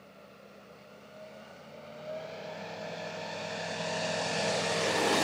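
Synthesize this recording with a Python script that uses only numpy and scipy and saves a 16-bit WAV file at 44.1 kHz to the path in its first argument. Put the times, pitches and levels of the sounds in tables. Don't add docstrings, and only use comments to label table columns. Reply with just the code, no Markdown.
import sys
import numpy as np
from scipy import signal
from scipy.io import wavfile
from scipy.ndimage import uniform_filter1d

SR = 44100
rng = np.random.default_rng(int(sys.argv[2]) if len(sys.argv) > 2 else 0)


def materialize(psi):
    bounded = np.clip(np.atleast_2d(psi).T, -1, 1)
    quanta = np.round(bounded * 32767).astype(np.int16)
    wavfile.write(sys.argv[1], SR, quanta)


def volts_from_decibels(level):
    exponent = np.asarray(level, float) / 20
    return 10 ** exponent


N = 230890

HOP, SIZE = 256, 1024
FRAMES = np.arange(N // HOP + 5) * HOP / SR


# t/s, cycles per second/Hz
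ENGINE_SPEED = [(0.0, 32.93), (0.8, 33.62), (1.0, 34.08), (1.6, 35.85), (2.0, 37.87), (2.2, 39.6),
                (2.4, 41.08), (2.6, 41.87), (3.0, 41.99), (3.8, 42.07), (4.4, 41.93), (5.0, 41.81),
                (5.24, 41.63)]
PART_THROTTLE_HZ, FULL_THROTTLE_HZ = 35.65, 41.5

START_M, CLOSING_M_PER_S = 164.3, 28.18
MIC_HEIGHT_M, SOUND_M_PER_S = 1.6, 343
BELOW_STARTS_M, BELOW_FULL_M = 55.5, 21.3
# t/s, height/m
AIRCRAFT_HEIGHT = [(0, 24), (.5, 22.7), (1, 19.5), (2.1, 14.14), (2.6, 11.2), (4, 5.6), (4.45, 4.7),
                   (4.77, 4.55), (5.0, 5.3), (5.13, 5.4), (5.24, 5)]
# t/s, loudness at one metre/dB
ENGINE_POWER = [(0, -14.5), (1, -14.5), (1.8, -13), (2.1, -9.5), (2.35, -7.5), (3.3, -6), (3.9, -4.5),
                (4.5, -4), (5, -5), (5.24, -5.5)]
BITE_HZ, BITE_PIVOT_DB, BITE_DB_PER_DB = 6000, -5, 1.65

# f/Hz, share reflected (0-1), phase lag/turns
GRASS_ECHO = [(101, 0.64, 0.026), (330, 0.73, 0.12), (970, 0.55, 0.15), (1230, 0.47, 0.27),
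              (1700, 0.46, 0.34), (2100, 0.49, 0.25), (2980, 0.34, 0.21), (3700, 0.25, 0.22),
              (4470, 0.14, 0.16), (5600, 0.1, 0.2), (7000, 0.05, 0.19)]
STEEP_ECHO_LOSS = 0.3
SCATTER_HZ = 900
AIR_DB_PER_M = 0.0039
WAVER_S = 0.00006

EXHAUST_ORDERS = (4, 6, 8, 10, 11, 12, 14, 15, 16, 17, 18, 20, 21, 22, 23, 25, 26, 30, 33, 38, 9, 47, 59,
                  61, 63, 67, 80, 101, 24, 57, 58, 62, 66, 89, 100, 110)
EXHAUST_LEVELS = [(-8.5, -7.5, -10), (0, -15, -17), (-5.5, -39, -20), (-17, -29, -21), (-35, -5.5, -8),
                  (-28, -17, -19), (-17, -15, -36), (-20, -20.5, -29), (-7, -15, -18), (-26, -19.5, -35),
                  (-21, -19.5, -36), (-21.5, -18, -9.5), (-31, -17.5, -24), (-23.5, -16, -15),
                  (-21.5, -22, -28), (-24, -33, -23), (-16, -38, -36), (-28, -36, -34), (-22, -24, -36),
                  (-29, -20, -35), (-31, -37, -17.5), (-36, -31, -18), (-35, -22, -28), (-37, -27, -25),
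                  (-34, -24, -25), (-32, -19, -24), (-19, -27, -30), (-32, -22, -32), (-13, -34, -37),
                  (-36, -26, -24), (-36, -29, -25), (-36, -26, -29), (-36, -25, -24), (-36, -24, -22),
                  (-36, -21, -30), (-36, -22, -25)]
PIPE_HZ, PIPE_WIDTH_HZ, PIPE_DB = 625.6, 45, 17.5
LOADED_ORDERS = (4, 14, 16, 17, 23, 24)
UNLOADED_DB = (-5, -3, -20, -4, -12, -16)
LOAD_STARTS_HZ, LOAD_FULL_HZ = 34, 35.1
DIP_S, DIP_WIDTH_S, DIP_DB = 1.584, 0.043, -12

PROP = 42 / 51
BLADE_COUNT = 3
BLADE_LEVELS = [(-17, -18, -18.5), (-11.5, -9.5, -10), (-15, -5, -11), (-26, -16, -13), (-19, -26, -19)]
SAG_S, SAG_WIDTH_S, SAG_DB = 4.05, .75, -12

MESH = 42
GEAR_LEVELS = [(-24, -34, -17), (-24, -21, -15), (-13.5, -12, -15.5), (-17, -14.5, -22), (-16.5, -17, -11),
               (-26, -18.5, -14.5), (-35, -18.5, -16.5)]
MESH_OCTAVE_LEVELS = [(-26, -16.5, -26), (-38, -30, -18.5)]
SLACK_HZ, SLACK_WIDTH_HZ, SLACK_DB = 37.5, 1.44, -12

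HUM_ORDERS = (6.33, 12.65)
HUM_LEVELS = [(-30, -37, -13), (-28, -17, -8.5)]

# f/Hz, then per 1 kHz of width, three levels/dB
ROAR_SPECTRUM = [(40, -38, -39, -44), (65, -32, -37, -38), (85.5, -22, -32, -28), (150.5, 0.5, -0.5, -1),
                 (238, 11, 0.5, -0.5), (348, -1, -4.5, -3), (482, 5, 6, 1), (603, 3.5, 2, 0.5),
                 (740, -5, -5, 1), (1080, -2.5, -5.5, -6), (1460, -4.5, -10, -10.5), (1650, -7, -9.5, -12),
                 (1830, -8, -8, -12), (2070, -8, -7.5, -11), (2390, -3.5, -5.5, -7.5), (3070, -8, -9, -10),
                 (3400, -9.5, -7.5, -10.5), (3700, -9.5, -8, -9), (4060, -8, -8.5, -10),
                 (4430, -5.5, -5.5, -11.5), (4600, -5, -3.5, -8.5), (4920, -8, -9.5, -13.5),
                 (5220, -7, -6.5, -11), (5500, -7, -9, -13.5), (7230, -6.5, -8.5, -14), (9740, 0, -19, -18),
                 (11500, -30, -36, -24.5), (15500, -36, -37, -24)]
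ROAR_DB = 1.05

BUMP_S, BUMP_HZ, BUMP_WIDTH_S, BUMP_DB = 2.63, 200, 0.033, -46.5

# f/Hz, level per Hz/dB
HISS_SPECTRUM = [(30, -122), (60, -118), (100, -108), (400, -108), (2000, -112), (6000, -116),
                 (10000, -118), (12000, -121), (15500, -124)]
# f/Hz, level/dB
CAMERA_WHINE = [(14971, -85), (15030, -81), (15089, -92)]
BASS_CUT_HZ = 81


def curve(rows, t):
    s, *columns = np.transpose(rows)
    return [np.interp(t, s, c) for c in columns]


def read(rows, hz):
    f, *columns = np.transpose(rows)
    return [np.interp(np.log(hz + 1), np.log(f + 1), c) for c in columns]


def bell(x, centre, width):
    return np.exp(-((x - centre) / width) ** 2)


def drift(count, seconds, size=1):
    field = rng.standard_normal((len(FRAMES), count)).T
    field = uniform_filter1d(field, max(round(seconds * SR / HOP), 1), axis=1)
    field = uniform_filter1d(field, size=size, axis=0)
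    return field / field.std()


def noise(magnitude):
    real, imaginary = rng.standard_normal((len(FRAMES), SIZE // 2 + 1, 2)).T
    spectrum = (real + 1j * imaginary) * magnitude * np.sqrt(1.5 * SR / SIZE)
    return signal.istft(spectrum, nperseg=SIZE, noverlap=SIZE - HOP)[1][:N]


def engine_hz():
    return curve(ENGINE_SPEED, FRAMES)[0]


def flight():
    metres = np.maximum(START_M - CLOSING_M_PER_S * FRAMES, 8)
    echo_s = 2 * MIC_HEIGHT_M * curve(AIRCRAFT_HEIGHT, FRAMES)[0] / metres / SOUND_M_PER_S
    below = np.clip((BELOW_STARTS_M - metres) / (BELOW_STARTS_M - BELOW_FULL_M), 0, 1) ** 1.83
    speed_up = (engine_hz() - PART_THROTTLE_HZ) / (FULL_THROTTLE_HZ - PART_THROTTLE_HZ)
    throttle = np.clip(speed_up, 0, 1) ** 1.34
    return metres, echo_s, below, throttle


def blend(part_db, full_db, below_db):
    below, throttle = flight()[2:]
    return part_db + throttle * (full_db - part_db) + below * (below_db - full_db)


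def path(hz):
    metres, echo_s, below, throttle = flight()
    power_db = curve(ENGINE_POWER, FRAMES)[0]
    share, lag = read(GRASS_ECHO, hz)
    steep_loss = 1 - STEEP_ECHO_LOSS * below
    scatter = np.exp(-(below * hz / SCATTER_HZ) ** 2)
    share = np.clip(share * steep_loss * scatter, 0, .95)
    comb = abs(1 + share * np.exp(-2j * np.pi * (hz * echo_s + lag))) / np.sqrt(1 + share ** 2)
    head_on = np.sqrt(throttle) * (1 - below)
    bite_db = BITE_DB_PER_DB * (power_db - BITE_PIVOT_DB) * head_on * (hz / BITE_HZ) ** 1.7
    air_db = AIR_DB_PER_M * (hz / 1000) ** 1.861 * metres
    return comb * volts_from_decibels(power_db + bite_db - air_db) / metres


def lines(orders, levels_db, waver_db, waver_s):
    t = np.arange(N) / SR
    cycles = np.cumsum(curve(ENGINE_SPEED, t)[0]) / SR
    swell = drift(len(orders), .11)
    slip = drift(len(orders), .07)
    out = np.zeros(N)
    for order, db, up, late in zip(orders, levels_db, swell, slip):
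        hz = order * engine_hz()
        gain = path(hz) * volts_from_decibels(db + waver_db * np.minimum(hz / 630, 1.6) * up)
        slip_turns = waver_s * np.minimum(hz, 1800) * late
        phase = order * cycles + rng.random() + np.interp(t, FRAMES, slip_turns)
        out += np.sqrt(2) * np.interp(t, FRAMES, gain) * np.sin(2 * np.pi * phase)
    return out


def exhaust():
    speed = engine_hz()
    off_pipe = (np.outer(EXHAUST_ORDERS, speed) - PIPE_HZ) / (PIPE_WIDTH_HZ / 2)
    pipe_db = PIPE_DB / (1 + off_pipe ** 2)
    load = np.clip((speed - LOAD_STARTS_HZ) / (LOAD_FULL_HZ - LOAD_STARTS_HZ), 0, 1)
    unloaded = dict(zip(LOADED_ORDERS, UNLOADED_DB))
    missing_db = np.outer([unloaded.get(order, 0) for order in EXHAUST_ORDERS], 1 - load)
    levels_db = np.array([blend(*row) for row in EXHAUST_LEVELS]) + missing_db + pipe_db
    levels_db += DIP_DB * bell(FRAMES, DIP_S, DIP_WIDTH_S)
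    return lines(EXHAUST_ORDERS, levels_db, waver_db=2.6, waver_s=WAVER_S)


def propeller():
    orders = BLADE_COUNT * PROP * np.arange(1, len(BLADE_LEVELS) + 1)
    levels_db = [blend(*row) for row in BLADE_LEVELS]
    levels_db[2] = levels_db[2] + SAG_DB * bell(FRAMES, SAG_S, SAG_WIDTH_S)
    return lines(orders, levels_db, waver_db=3.0, waver_s=WAVER_S)


def gearbox():
    side_steps = np.arange(len(GEAR_LEVELS)) - len(GEAR_LEVELS) // 2
    octave_orders = [2 * MESH, 2 * MESH + BLADE_COUNT * PROP]
    orders = np.append(MESH + PROP * side_steps, octave_orders)
    slack_db = SLACK_DB * bell(engine_hz(), SLACK_HZ, SLACK_WIDTH_HZ)
    levels_db = [blend(*row) + slack_db for row in [*GEAR_LEVELS, *MESH_OCTAVE_LEVELS]]
    return lines(orders, levels_db, waver_db=2.0, waver_s=.000085)


def hum():
    return lines(HUM_ORDERS, [blend(*row) for row in HUM_LEVELS], waver_db=2.4, waver_s=0.00013)


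def roar():
    hz = np.fft.rfftfreq(SIZE, 1 / SR)[:, None]
    patches_db = 1.0 * drift(len(hz), .06, size=16)
    patches_db = patches_db + 1.8 * flight()[2] * drift(len(hz), .015, size=12)
    level_db = ROAR_DB + blend(*read(ROAR_SPECTRUM, hz)) + patches_db
    per_hz = volts_from_decibels(level_db) / np.sqrt(1000)
    cycle_phase = 2 * np.pi * np.cumsum(curve(ENGINE_SPEED, np.arange(N) / SR)[0]) / SR
    firing_phase = 4 * cycle_phase
    chop = 1 + 0.073 * np.sin(cycle_phase) + 0.11 * np.sin(firing_phase)
    return noise(path(hz) * per_hz) * chop


def bump():
    t = np.arange(N) / SR - BUMP_S
    tone = np.sin(2 * np.pi * (BUMP_HZ * t + rng.random()))
    return np.sqrt(2) * volts_from_decibels(BUMP_DB) * bell(t, 0, BUMP_WIDTH_S) * tone


def camera_noise():
    hz = np.fft.rfftfreq(SIZE, 1 / SR)[:, None]
    t = np.arange(N) / SR
    whine = np.zeros(N)
    for f, db in CAMERA_WHINE:
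        whine += np.sqrt(2) * volts_from_decibels(db) * np.sin(2 * np.pi * (f * t + rng.random()))
    hiss = noise(volts_from_decibels(read(HISS_SPECTRUM, hz)[0]))
    return hiss + whine


def scene():
    aircraft = exhaust() + propeller() + gearbox() + hum() + roar() + bump()
    return np.tile(aircraft + camera_noise(), (2, 1))


def top_cut(x):
    return signal.sosfilt(signal.butter(12, 15780, fs=SR, output="sos"), x)


def record(dry):
    bass_cut = signal.butter(2, BASS_CUT_HZ, "high", fs=SR, output="sos")
    thinned = signal.sosfilt(bass_cut, dry)
    return top_cut(thinned)


dry = scene()
out = record(dry)
materialize(out)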